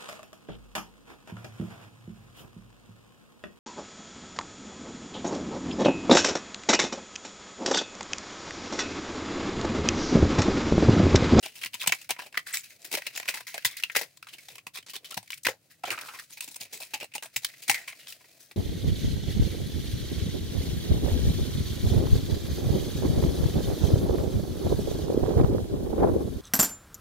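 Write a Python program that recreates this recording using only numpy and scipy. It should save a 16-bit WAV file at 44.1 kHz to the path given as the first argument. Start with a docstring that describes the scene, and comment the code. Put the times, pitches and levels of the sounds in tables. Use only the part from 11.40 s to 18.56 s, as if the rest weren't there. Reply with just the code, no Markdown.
"""A small soft-floored room with a faint hum. Close by, scissors snip through thin card packs that are
picked up, turned and dropped on a pile. Every snip, tap and slap is a burst of tiny cracks that rings
the card and its hollow box. In between, fingers and card edges rub and scrape, and packs and hands
bump the floor."""
import sys
import numpy as np
from scipy import signal
from scipy.fft import rfft, irfft
from scipy.io import wavfile
from scipy.ndimage import uniform_filter1d

SR = 44100
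rng = np.random.default_rng(int(sys.argv[2]) if len(sys.argv) > 2 else 0)


def log_audio(samples):
    """Write samples as a 16-bit WAV file to the path given in sys.argv[1]."""
    # one column per channel
    frames = np.atleast_2d(samples).T
    # limit to full scale, then quantise
    limited = np.clip(frames, -1, 1)
    pcm = np.round(limited * 32767).astype(np.int16)
    wavfile.write(sys.argv[1], SR, pcm)


N = 315756


def gain_of(db):
    return 10 ** (np.asarray(db) / 20)


def unit_rms(x):
    return x / np.sqrt(np.mean(x ** 2) + 1e-20)


def curve_at(points, hz):
    """Read a curve along a log-frequency axis."""
    point_hz, value = np.transpose(points)
    return np.interp(np.log(hz + 1), np.log(point_hz + 1), value)


def add(mix, start_s, sound):
    part = mix[..., max(round(start_s * SR), 0):][..., :sound.shape[-1]]
    part += sound[..., :part.shape[-1]]


def equalise(x, curve):
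    """Minimum-phase EQ of unit energy: colour with no ringing ahead of the attack."""
    hz = abs(np.fft.fftfreq(4096, 1 / SR))
    log_gain = curve_at(curve, hz) * np.log(10) / 20
    taps = np.fft.ifft(np.exp(np.conj(signal.hilbert(log_gain)))).real[:2048]
    return signal.oaconvolve(x, taps[None] / np.linalg.norm(taps), axes=1)[:, :N]


def ring(x, hz, width_hz):
    """Band-pass resonance that keeps the power of white noise."""
    radius = np.exp(-np.pi * np.clip(width_hz, 20, 4000) / SR)
    feedback = [1, -2 * radius * np.cos(2 * np.pi * hz / SR), radius ** 2]
    return signal.lfilter(np.sqrt((1 - radius ** 2) / 2) * np.array([1, 0, -1]), feedback, x)


# Colour of the room tone. Each row: frequency in Hz, relative level in dB.
AIR_EQ = [(24, -44.5), (40, -12.5), (64, -2.5), (158, -3), (198, -10.5), (327, -9.5), (380, -26.5),
          (526, -12), (728, -32), (890, -34), (1330, -21.5), (12600, -26), (15800, -26.5)]
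# Width of the room tone. Each row: frequency in Hz, left-right likeness from 0 (wide) to 1 (mono).
AIR_LIKENESS = [(100, 1), (600, 0.25), (2000, 0.13), (8000, .1)]
AIR_DB, HUM_DB, HUM_HZ = -69, -79.5, 125


def room_tone():
    """Room air and microphone hiss, with a wavering mains hum."""
    hz = np.fft.rfftfreq(N, 1 / SR)
    left, other = rfft(rng.standard_normal((2, N)))
    likeness = np.clip(curve_at(AIR_LIKENESS, hz), 0, 1)
    right = likeness * left + np.sqrt(1 - likeness ** 2) * other
    hiss = irfft(np.array([left, right]) * gain_of(curve_at(AIR_EQ, hz)), N)
    hum = ring(rng.standard_normal(N), HUM_HZ, width_hz=25)
    return gain_of(AIR_DB) * unit_rms(hiss) + gain_of(HUM_DB) * hum


# The room's short decay. Each row: frequency in Hz, seconds to fall 60 dB.
ROOM_T60 = [(200, 0.061), (1000, 0.13), (4000, 0.088), (15000, 0.1)]
# Bounce off the pile and drawers. Each row: frequency in Hz, send level in dB.
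REFLECTION_EQ = [(200, -63), (1000, -13), (4000, -7.5), (15000, -11.5)]


def reflections(x):
    """Sparse echoes of random sign, different left and right, each band dying at its own speed."""
    taps = np.zeros((2, SR // 3))
    predelay, gap = 40, 20  # samples
    slots = np.arange(predelay, SR // 3 - gap, gap)
    arrivals = slots + rng.integers(0, gap, (2, len(slots)))
    np.put_along_axis(taps, arrivals, rng.choice([-1., 1.], arrivals.shape), 1)
    hz, t, bands = signal.stft(taps, SR, nperseg=128)
    t60 = curve_at(ROOM_T60, hz)[:, None]
    decay = gain_of(curve_at(REFLECTION_EQ, hz)[:, None] - 60 * t / t60)
    unit_energy = np.sqrt(gap * 6 * np.log(10) / (t60 * SR))
    tail = signal.istft(bands * decay * unit_energy, SR, nperseg=128)[1]
    tail[:, :predelay] = 0
    return signal.oaconvolve(x, tail, axes=1)[:, :N]


# Packs and hands bumping the soft floor. Each row: start in seconds, level in dB, pack pitch in Hz.
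THUDS = [(0.255, -49, 219), (.341, -53, 245), (0.476, -35.5, 174), (.699, -50, 315), (1.53, -46, 291),
         (1.887, -54, 300), (2.251, -41.5, 124), (2.56, -45, 322), (3.118, -49.5, 135), (3.269, -51, 146),
         (3.77, -38, 184), (4.063, -36, 325), (4.512, -39.5, 353), (5.208, -51, 212), (5.535, -52, 350),
         (5.62, -47, 350), (5.965, -44.5, 129), (6.291, -34.5, 261)]
PACK_T60_S, FLOOR_T60_S, FLOOR_HZ, FLOOR_DB = 0.071, .16, 110, -9


def thuds():
    """A soft push rings the pack for a few cycles, and the floor answers below it."""
    out, t = np.zeros(N), np.arange(SR // 4) / SR
    attack = 1 - np.exp(-t / 0.00043)
    for (start, db, hz), (pack_phase, floor_phase) in zip(THUDS, rng.random((len(THUDS), 2))):
        pack = gain_of(-60 * t / PACK_T60_S) * np.sin(2 * np.pi * (hz * t + pack_phase))
        floor = gain_of(-60 * t / FLOOR_T60_S) * np.sin(2 * np.pi * (FLOOR_HZ * t + floor_phase))
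        add(out, start, gain_of(db) * attack * (pack + gain_of(FLOOR_DB) * floor))
    return out


def crackle(count, per_s, spread_db, clump_db, clump_s):
    """Fibres break as tiny clicks of uneven size that come in clumps."""
    clicks = rng.random(count) < per_s / SR
    size = np.minimum(rng.exponential(1, count), 4)
    kick, drift = rng.standard_normal((2, count))
    window = int(clump_s * SR) + 1
    clumps = unit_rms(uniform_filter1d(uniform_filter1d(drift, window), window))
    return unit_rms(clicks * kick * gain_of(spread_db * size + clump_db * clumps))


# Stereo width, as the gain of the side signal. In order: card, box, cut edges, treble.
LAYER_WIDTH = np.array([.4, .2, .5, .45])


def widen(mid, side):
    """Cracks lie all along the card, so left and right differ. Returns (layer, channel, sample)."""
    width = LAYER_WIDTH[:, None, None]
    return np.sqrt(1 - width ** 2) * mid[..., None, :] + width * side[..., None, :] * [[1], [-1]]


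def friction(count, **grain):
    """The tiny slips of sliding card, as stereo crackle for each of the four layers."""
    slips = crackle(count, **grain)
    return widen(slips, slips * rng.choice([-1, 1], count))


# The four tone layers of a pack. Each row: frequency in Hz, relative level in dB.
CARD_EQ = [(600, -31.5), (1200, -9), (1800, 4), (2600, 8.5), (3300, -6), (4500, -20)]
BOX_EQ = [(60, -39), (120, -11.5), (250, -7), (500, -4.5), (800, 3.5), (1100, -2.5), (1800, -33.5)]
EDGE_EQ = [(2200, -31), (3200, 2), (4000, 4), (5000, 2.5), (6000, -1.5), (8000, -31)]
TREBLE_EQ = [(3000, -42), (5000, -6.5), (7000, -2), (10000, -4), (12500, -7), (15000, -1.5)]


def pack_body(layers, trims_db):
    """The stiff card, the hollow box, the cut edges and the fine treble each have a colour."""
    curves = CARD_EQ, BOX_EQ, EDGE_EQ, TREBLE_EQ
    return sum(gain_of(db) * equalise(x, curve) for x, db, curve in zip(layers, trims_db, curves))


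# Fader moves for the rubbing. Each row: time in seconds, then card, low and treble drive in dB.
RUB_FADERS = [(0.0, -72, -75.5, -62.5), (0.66, -56.5, -77, -53.5), (0.94, -70, -66, -62),
              (1.15, -78, -92, -65), (1.45, -62.5, -67, -57), (1.75, -56, -73.5, -55),
              (2.45, -60, -80, -57.5), (2.65, -73.5, -79, -68), (3.09, -62.5, -76.5, -55),
              (3.39, -94, -65, -71), (3.63, -63, -59.5, -58), (3.95, -58, -82, -50), (4.11, -81, -81, -74),
              (4.35, -81.5, -81, -71), (4.46, -76, -79, -71), (4.63, -55.5, -65, -52),
              (4.81, -63.5, -80, -52), (5.24, -52.5, -64.5, -58), (5.36, -60, -74, -51),
              (5.64, -64, -77, -63), (6.04, -62, -76.5, -55), (6.4, -61.5, -74.5, -58.5),
              (6.96, -69, -74.5, -61), (7.16, -83, -82, -75)]
# The hands rest. Each row: start in seconds, end in seconds.
# Overlapping rests dip further; a row that ends before it starts does nothing.
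RESTS = [(.285, 0.32), (.66, 0.79), (.885, .925), (1.02, 1), (1.37, 1.39), (1.7, 1.62), (2.038, 2.13),
         (2.78, 2.9), (3.205, 3.6), (3.29, 3.6), (3.6, 4.1), (3.8, 3.6), (4.855, 5.32), (5.27, 4.6),
         (5.47, 4.95), (5.67, 5.93), (5.89, 5.86)]
# Palms brushing pile and floor. Each row: frequency in Hz, relative level in dB.
PALM_EQ = [(150, -18), (300, -3.5), (500, -2), (700, 3.5), (1000, -20.5), (1500, -36)]
REST_DB, REST_FADE_S = -10, 0.013
PALM_DB, HELD_BOX_DB = 2.5, -7  # trims on the low fader; the hand damps the box


def rubbing():
    """Fingers and card rub in dense slips that follow the hands and duck when they rest."""
    t = np.arange(N) / SR
    rests = sum((t > start) & (t < end) for start, end in RESTS).astype(float)
    duck_db = REST_DB * uniform_filter1d(rests, int(REST_FADE_S * SR))
    times, *faders = np.transpose(RUB_FADERS)
    card_db, low_db, treble_db = (np.interp(t, times, fader) + duck_db for fader in faders)
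    edge_db = (card_db + treble_db) / 2 - 1.5
    slips = friction(N, per_s=20000, spread_db=1.0, clump_db=2.5, clump_s=0.006)
    layers = gain_of([card_db, low_db, edge_db, treble_db])[:, None] * slips
    palms = gain_of(PALM_DB) * equalise(layers[1], PALM_EQ)
    return pack_body(layers, trims_db=[0, HELD_BOX_DB, 0, 0]) + palms


# Strokes that sing in one band. Each row: start and end in seconds, start and end pitch in Hz,
# bandwidth in Hz, start and end level in dB.
SCRAPES = [(0.407, 0.442, 3630, 3320, 500, -45, -38), (0.47, 0.503, 1500, 3200, 600, -30, -41),
           (1.045, 1.211, 1980, 2320, 400, -51.5, -44), (1.117, 1.217, 7950, 7350, 1210, -38.5, -42.5),
           (1.417, 1.435, 6000, 6000, 7240, -52, -54), (1.739, 1.765, 4000, 4000, 7000, -41, -47),
           (2.28, 2.413, 2380, 1920, 480, -52, -46.5), (3.461, 3.501, 4300, 3650, 7200, -41, -54.5),
           (3.688, 3.7, 5000, 5000, 7000, -50, -60), (4.448, 4.564, 1550, 1470, 795, -43, -38),
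           (4.578, 4.846, 1390, 1240, 780, -45, -59.5), (4.897, 4.92, 6850, 7000, 12200, -41, -57),
           (6.276, 6.328, 2200, 2220, 350, -37, -36), (6.323, 6.46, 2170, 1780, 346, -30.5, -60),
           (6.667, 6.685, 3020, 3530, 4840, -47, -45)]


def scrapes():
    """Slips excite a resonance that slides as the free length of card changes."""
    out = np.zeros((2, N))
    card_slips = friction(N, per_s=13000, spread_db=2.5, clump_db=6.5, clump_s=0.0028)[0]
    for start, end, start_hz, end_hz, width_hz, start_db, end_db in SCRAPES:
        slips = card_slips[:, round(start * SR):round(end * SR)]
        count = slips.shape[1]
        sweep = np.exp(2j * np.pi * np.cumsum(np.linspace(start_hz, end_hz, count)) / SR)
        pole = [1, -np.exp(-np.pi * width_hz / SR)]
        # Shift down, low-pass, shift back: a band-pass that rides the sweep.
        band = (sweep * signal.lfilter([1], np.convolve(pole, pole), slips / sweep)).real
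        envelope = gain_of(np.linspace(start_db, end_db, count)) * signal.windows.tukey(count, .25)
        add(out, start, unit_rms(band) * envelope)
    return out


# Snips, taps and slaps. Each row: start in seconds, card drive in dB, card ring in Hz, box ring in Hz,
# box and treble drive in dB over the card, attack in seconds, seconds to fall 60 dB.
HITS = [(0.0266, -36, 2770, 407, -16, -7, 0.003, 0.26), (0.055, -34.5, 2320, 635, -3, -2.5, 0.0086, 0.017),
        (.082, -47, 3050, 700, -7, 0, .002, 0.013), (0.153, -47, 2700, 900, -18, 3, 0.0046, 0.24),
        (0.2125, -38, 2740, 1130, -14, -4.5, 0.0032, 0.15),
        (0.2312, -26, 2650, 1020, -24, -9.5, 0.0072, 0.016), (.2456, -33.5, 1970, 300, -15, 0, .002, 0.027),
        (0.2583, -26.5, 2720, 1030, -13.5, -6.5, 0.0018, .035),
        (0.3319, -36.5, 2900, 1040, -27, -7, 0.0025, 0.13),
        (0.3393, -35.5, 2540, 960, -4, 1.5, 0.0047, 0.035), (0.396, -34, 3440, 440, -27, -7, 0.01, .026),
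        (.409, -30, 2540, 970, -28, -2.5, 0.008, .011), (0.4218, -25, 3470, 1000, -14, -8, 0.0019, 0.013),
        (0.4287, -29.5, 3540, 990, -12, -4, .003, 0.018), (0.439, -25, 1270, 1000, -26, -20, .002, 0.023),
        (0.46, -32, 2420, 825, -5, -5, .002, .055), (.472, -19, 2830, 973, -10, 3, 0.0041, .029),
        (.491, -25, 2750, 705, -8.5, -8, 0.0047, 0.023), (0.5208, -14, 2170, 1020, -9.5, -9, 0.0033, 0.031),
        (0.5453, -49.5, 2220, 775, -2, 12.5, 0.0017, 0.077), (.6132, -43.5, 2620, 830, -26, 1, .002, 0.045),
        (.6916, -30, 2230, 780, -9, -3, 0.00042, 0.12), (0.7053, -22, 2700, 965, -2.5, 0, 0.0016, 0.031),
        (0.7626, -43, 2230, 980, -3, -30, 0.0014, 0.044), (.7852, -33.5, 1800, 960, -4, -9.5, 0.0088, 0.1),
        (0.816, -44, 2720, 766, -3, -4, 0.0049, 0.12), (.8573, -47.5, 2400, 596, -3, 0, 0.011, 0.058),
        (0.9245, -46, 2550, 790, -7, -6, 0.0022, 0.029), (0.941, -35.5, 1800, 1060, -16, -18, 0.0037, 0.12),
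        (.972, -17, 1940, 1210, -8.5, -9.5, 0.0034, 0.019), (.99, -35, 2040, 1070, -13, -11, 0.0033, 0.041),
        (1.061, -39.5, 1840, 1130, -11.5, -1, .009, 0.33), (1.1343, -30, 1960, 1210, -14, 4, 0.012, 0.081),
        (1.169, -45, 2310, 1100, -25, 8, 0.0023, 0.16), (1.233, -50, 2470, 570, -37, 4, 0.0071, .16),
        (1.2973, -52, 2160, 517, -26, -0.5, 0.0063, 0.15),
        (1.4452, -42, 2030, 330, -14.5, 7, 0.0017, 0.092), (1.5125, -39, 2350, 340, -7, 6, 0.0044, 0.066),
        (1.526, -34.5, 2620, 413, -10, 4, 0.0016, 0.082),
        (1.5378, -28.5, 2220, 393, -1.5, 1, 0.0028, 0.033), (1.548, -25.5, 2200, 620, -18, -1, .004, 0.029),
        (1.5708, -32, 2010, 570, -3, 0.5, 0.0031, 0.065),
        (1.6187, -33.5, 2000, 665, -12, -8.5, 0.003, 0.017), (1.6528, -43, 2230, 530, -17, -14, .003, 0.1),
        (1.6656, -24, 2640, 566, -20, -6.5, 0.00081, 0.046),
        (1.7534, -34, 2680, 656, -19, -2, 0.0097, 0.058), (1.7734, -32.5, 2000, 680, -16, 2.5, .003, 0.042),
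        (1.7984, -29, 1850, 694, -5.5, -4.5, 0.0019, 0.02),
        (1.827, -33, 2400, 1020, -8, -12, 0.0042, 0.011), (1.853, -38.5, 1840, 1010, -8, -7, 0.0048, 0.048),
        (1.8762, -32, 2410, 1020, -16, -3.5, .0035, 0.17),
        (1.8853, -25.5, 1940, 567, -13, -3, 0.0022, 0.065),
        (1.9392, -34, 2070, 884, -4.5, -0.5, 0.0017, 0.13), (1.972, -35, 1920, 990, -13, -4, 0.0019, 0.046),
        (2.003, -39, 1800, 1000, 0.5, -1.5, 0.0063, 0.027), (2.067, -39.5, 2030, 1010, -18, 0, .003, 0.26),
        (2.142, -33.5, 2120, 655, -2, -2, 0.00079, 0.063), (2.178, -28, 1730, 553, -12, -7, 0.0017, 0.02),
        (2.221, -41, 2540, 610, -26, -11, 0.0049, .02),
        (2.2465, -22.5, 1960, 960, -11.5, 4.5, 0.0035, 0.084),
        (2.3076, -44, 3500, 1150, -14, -1.5, .002, 0.19), (2.3677, -42, 2230, 1150, -35, 7, 0.0018, 0.11),
        (2.3983, -35, 1990, 1180, -37, -6, .002, 0.027), (2.4248, -37, 2720, 870, -21, -2, .0015, 0.011),
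        (2.4345, -17.5, 2740, 950, -22.5, -9, 0.0029, 0.018),
        (2.4977, -27, 2000, 990, -42, -38, 0.0016, 0.026),
        (2.5154, -51.5, 1720, 570, -15, 4.5, 0.0035, 0.13),
        (2.5488, -21.5, 1790, 543, -21, -9.5, 0.0048, 0.037),
        (2.56, -19.5, 2050, 504, -9, 0.5, 0.0038, 0.061), (2.587, -35.5, 1840, 550, -12, -1, .002, 0.13),
        (2.611, -33, 2030, 500, -3.5, 0, 0.0021, 0.11), (2.7703, -49, 3500, 1020, -13, 2, 0.0041, .02),
        (2.8257, -34, 1480, 1180, -30, -7.5, 0.0014, 0.019),
        (2.868, -39.5, 1390, 1200, -33, -11, 0.0029, 0.045),
        (2.885, -42.5, 2900, 1160, -19, -6, 0.0018, 0.094),
        (2.9242, -40.5, 2780, 350, -18.5, -4.5, 0.017, 0.06),
        (2.9817, -47, 2200, 300, -21, -1, .002, 0.086), (3.084, -38, 3560, 750, -13, -3.5, .0013, .032),
        (3.1, -49.5, 2620, 480, -12, -4, 0.0021, 0.23), (3.153, -42.5, 2600, 956, -5, 1.5, 0.0031, 0.024),
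        (3.181, -38.5, 2540, 1080, -8, -7, .0024, .035),
        (3.2662, -36.5, 2480, 965, -1.5, -0.5, 0.0021, 0.046),
        (3.3343, -43, 3620, 1180, -13, 0, 0.016, .04), (3.355, -36, 3400, 1000, -11.5, -3.5, 0.002, 0.1),
        (3.371, -34, 2400, 1120, -12.5, -7, 0.0013, 0.047), (3.384, -39, 3670, 400, -11, -7, 0.0033, .02),
        (3.4257, -43.5, 3060, 580, -24, -9, 0.0029, .016),
        (3.495, -40.5, 2760, 300, -20, 1.5, 0.0018, 0.083),
        (3.5332, -38, 3000, 1050, -7, -1.5, 0.0039, 0.11), (3.552, -38, 2940, 404, -17, -2, 0.0039, 0.054),
        (3.5618, -30.5, 3600, 780, -18.5, -8, 0.003, 0.015),
        (3.6445, -39.5, 3000, 1150, -19, -3, .003, 0.12), (3.704, -37, 3500, 1090, -4.5, 0, 0.008, 0.034),
        (3.721, -37.5, 2840, 1320, -2.5, -8, 0.00086, 0.063),
        (3.7424, -39.5, 2460, 1110, -6, 7.5, .001, 0.024), (3.7678, -28, 2400, 743, -4, -0.5, 0.01, 0.021),
        (3.827, -53.5, 2220, 730, 0, 5, .002, 0.033), (3.874, -47.5, 2240, 760, -29, -2, .004, .02),
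        (3.9032, -28, 2940, 980, -17, -4.5, 0.0009, 0.026), (3.9183, -43, 2030, 1220, -19, 6.5, .002, .04),
        (3.93, -30.5, 2310, 880, -38, -13, .0015, 0.024),
        (3.9377, -42.5, 3510, 1023, -30, 5, 0.0018, 0.038),
        (3.9732, -50.5, 2480, 950, -29, 8, 0.0027, 0.045),
        (4.0314, -65.5, 2700, 320, -10, 26, 0.0044, 0.043),
        (4.0476, -24, 1950, 980, -12, -3.5, 0.0049, .05), (4.066, -13, 1730, 974, -6, -6.5, 0.0012, 0.023),
        (4.0837, -19.5, 1940, 492, -3.5, -19, 0.0024, 0.0098),
        (4.0889, -35, 1810, 522, 1, 0, 0.00085, 0.11), (4.297, -56.5, 1890, 1160, -21.5, 2, 0.015, 0.17),
        (4.434, -28.5, 1200, 700, 5.5, -20, 0.0064, 0.032),
        (4.4503, -36, 3070, 730, -24, -5.5, 0.0046, 0.12), (4.4656, -40, 2360, 576, 2.5, -5.5, .014, 0.15),
        (4.5037, -22, 2300, 1090, -15, -5.5, 0.0012, 0.024),
        (4.5132, -32, 2220, 1220, -3, -4, 0.0028, 0.13), (4.549, -41, 1480, 330, -9, -17, .0014, 0.026),
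        (4.5751, -27, 1290, 1150, -17, -37, 0.0062, 0.0089), (4.587, -32, 2010, 1190, -9, -9, .0016, 0.028),
        (4.61, -38, 2070, 1050, -13, 2.5, 0.0037, 0.038), (4.6464, -50, 1380, 1090, -18, 4, .003, 0.32),
        (4.6824, -32, 1300, 1190, -27, -25, 0.0066, 0.066), (4.736, -43, 2120, 1060, -1, -4, 0.01, 0.12),
        (4.784, -39.5, 1870, 1220, -26, -1.5, 0.013, .071), (4.916, -52, 2410, 567, -17, 8.5, 0.013, 0.13),
        (4.9696, -45, 2360, 810, -13, 0, 0.0051, .079), (5.0052, -33.5, 2560, 1020, -24, 3.5, 0.003, 0.029),
        (5.0212, -47, 2580, 960, -8, 8, .0016, 0.15), (5.0425, -54, 3450, 580, -3, 16, .002, 0.019),
        (5.075, -45.5, 2600, 303, -4.5, 5, .003, 0.079), (5.108, -52.5, 3840, 870, -13, 7, 0.01, 0.091),
        (5.1423, -49.5, 2450, 970, -13, 10, 0.0017, 0.021),
        (5.1565, -47.5, 2430, 990, 1.5, 13.5, 0.01, .01), (5.1996, -40, 2720, 700, -14.5, 5, 0.016, 0.033),
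        (5.222, -46, 2440, 590, -9, 7, 0.00088, .1), (5.2525, -48, 2540, 560, -8, -3, .001, .044),
        (5.3245, -44, 2320, 400, -6.5, 7, 0.0092, 0.19), (5.372, -54, 3760, 590, -20, 6, .003, .02),
        (5.4, -46, 2590, 640, 0.5, 7.5, .004, 0.098), (5.418, -43.5, 2500, 950, -8, 4.5, 0.0013, 0.14),
        (5.535, -28, 2550, 826, -6.5, -2, 0.0055, .08), (5.599, -42, 2650, 802, -11, 0, .004, 0.03),
        (5.6078, -33.5, 2580, 537, -12, -9.5, 0.0025, 0.068),
        (5.6266, -40, 2660, 553, 3, -1, 0.0035, 0.035), (5.641, -42, 2700, 560, -3, 1, .0014, 0.037),
        (5.7168, -46, 2570, 690, -23, -18, .0016, 0.024),
        (5.7367, -37, 2550, 670, -34, -7.5, 0.0015, 0.051), (5.75, -31, 2420, 800, -2.5, 0, 0.0047, 0.041),
        (5.7797, -31, 2800, 594, -17, -6, 0.0015, 0.015), (5.8236, -37.5, 1716, 910, -3, 0, .0013, 0.12),
        (5.8568, -43, 2440, 656, -6, -2, 0.00089, 0.027),
        (5.9607, -23.5, 2260, 780, -16.5, 2, 0.0011, 0.05),
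        (6.0317, -42.5, 3800, 750, -14, 0, .0014, 0.041),
        (6.045, -19.5, 3270, 984, -16.5, -0.5, 0.004, 0.013),
        (6.081, -46, 1920, 586, -21, -3, 0.012, 0.079), (6.1357, -44.5, 2100, 300, -19, -12, 0.0063, 0.027),
        (6.179, -59, 1960, 600, -20, 8, .002, 0.042), (6.2194, -47, 2640, 453, -18, 7, 0.0061, 0.12),
        (6.2783, -35, 2040, 770, -11, 4.5, 0.0022, 0.23),
        (6.2947, -16.5, 2170, 793, -10, -1.5, 0.0026, 0.04),
        (6.3127, -24, 2330, 940, -4, 3.5, 0.0012, 0.013), (6.3406, -26.5, 2150, 950, -17, -5, 0.0041, 0.06),
        (6.3741, -47.5, 2240, 670, -8.5, -1, 0.003, 0.3), (6.392, -57, 1900, 800, -26, -11, .0012, .12),
        (6.476, -34.5, 2200, 1020, -13, -5.5, .0023, 0.12),
        (6.5232, -42.5, 2210, 1070, -6, -11, 0.0024, 0.036),
        (6.588, -50, 2770, 650, -37, -2.5, 0.0059, 0.35), (6.6785, -46, 3150, 1310, -15, 4.5, 0.002, 0.21),
        (6.6993, -52, 3540, 1200, -26, 5, 0.0069, 0.053), (6.722, -40.5, 2670, 590, -33, 0, .0023, 0.027),
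        (6.807, -53.5, 1920, 1000, -3, -23, 0.0016, .04), (6.842, -54, 1990, 990, -2, -14, 0.0023, .04),
        (6.998, -61.5, 1720, 410, -16, 11, .005, 0.4), (7.1115, -42, 2070, 320, -7, -6, 0.0014, 0.039)]
# Where the hands work. Each row: time in seconds, pan as left over right in dB.
HAND_PAN = [(0, 0.5), (2.45, 0.5), (2.56, 3), (2.7, 0), (3.85, 0), (4.07, 2.5), (4.4, -0.5), (4.8, 0),
            (7.16, 1)]
PAN_SCATTER_DB = 1.2
EDGE_FOLLOW, EDGE_DB = 0.68, -3.5  # the cut edges partly follow the treble drive
DRAG_DB, DRAG_S, DRAG_RING_DB = -22.5, 0.025, -6.5  # the card slides on; sliding fingers damp the rings


def snips_and_slaps():
    """Each burst of cracks rises, dies fast and drags on, driving card, box, cut edges and treble."""
    cracks = np.array([crackle(N + SR, per_s=14000, spread_db=2.5, clump_db=4.0, clump_s=0.001)
                       for layer in range(4)])
    cracks = widen(cracks, cracks[::-1])
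    slips = friction(N + SR, per_s=16000, spread_db=5.5, clump_db=6.5, clump_s=0.0011)
    rings, layers = np.zeros((2, N)), np.zeros((4, 2, N))
    for start, db, card_hz, box_hz, box_db, treble_db, rise, t60 in HITS:
        flap_octaves, scatter = rng.uniform(0, 1.5), rng.uniform(-1, 1)
        t = np.arange(round((rise + max(t60, 2 * DRAG_S) + .03) * SR)) / SR
        span = slice(round(start * SR), round(start * SR) + len(t))
        envelope = np.minimum(t / rise, 1) ** 0.94 * gain_of(-60 * np.maximum(t - rise, 0) / t60)
        burst = envelope * cracks[..., span]
        burst *= np.linalg.norm(envelope) / np.linalg.norm(burst, axis=2, keepdims=True)  # even punch
        drag_envelope = np.minimum(t / 0.0075, 1) / (1 + (t / DRAG_S) ** 6.2)
        drag = gain_of(DRAG_DB) * drag_envelope * slips[..., span]
        edge_db = EDGE_FOLLOW * treble_db + EDGE_DB
        sends = gain_of(db + np.array([0, box_db, edge_db, treble_db]))[:, None, None]
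        drive = sends * (burst + drag)
        damped_drive = sends * (burst + gain_of(DRAG_RING_DB) * drag)
        card = gain_of(-7.5) * ring(damped_drive[0], card_hz, width_hz=280)
        box = gain_of(-3) * ring(damped_drive[1], box_hz, width_hz=100)
        # Each bite frees a small flap of its own size; neighbouring bends of the card ring broadly.
        flap = gain_of(-9) * ring(drive[3], 3400 * 2 ** flap_octaves, width_hz=520)
        bends = gain_of(-24) * ring(ring(drive[0], card_hz, width_hz=790), card_hz, width_hz=790)
        pan_db = np.interp(start, *np.transpose(HAND_PAN)) + PAN_SCATTER_DB * scatter
        pan = gain_of([[pan_db / 2], [-pan_db / 2]])
        add(rings, start, pan * (card + box + flap + bends))
        add(layers, start, pan * drive)
    return rings + pack_body(layers, trims_db=[-9.5, -9.5, -1.5, 1.5])


# Phase between the microphone ports. Each row: frequency in Hz, left lead in radians.
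LEFT_LEAD = [(500, 0.), (4500, 0.), (7500, 1.), (12000, 1.1), (15000, 2.5)]
# Balance between the ports. Each row: frequency in Hz, left over right in dB.
LEFT_TILT = [(300, -1), (3000, 0.5), (10000, 2)]


def microphone_ports(x):
    """The two ports sit apart: the treble reaches the left one first and stronger."""
    hz = np.fft.rfftfreq(N, 1 / SR)
    half_shift = np.exp(.5j * curve_at(LEFT_LEAD, hz)) * gain_of(curve_at(LEFT_TILT, hz) / 2)
    return irfft(rfft(x) * np.array([half_shift, 1 / half_shift]), N)


def scene():
    """The close handwork and its reflections, over the room tone."""
    handwork = snips_and_slaps() + rubbing() + scrapes() + thuds()
    return microphone_ports(handwork + reflections(handwork)) + room_tone()


LOW_CUT_HZ, HIGH_CUT_HZ = 95, 15950


def record(dry):
    """The microphone drops the deep bass and the very top."""
    thinned = signal.sosfilt(signal.butter(4, LOW_CUT_HZ, "high", fs=SR, output="sos"), dry)
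    high_cut = signal.firwin(301, HIGH_CUT_HZ, window=("kaiser", 9), fs=SR)
    return signal.oaconvolve(thinned, high_cut[None], "same")


dry = scene()
out = record(dry)
log_audio(out)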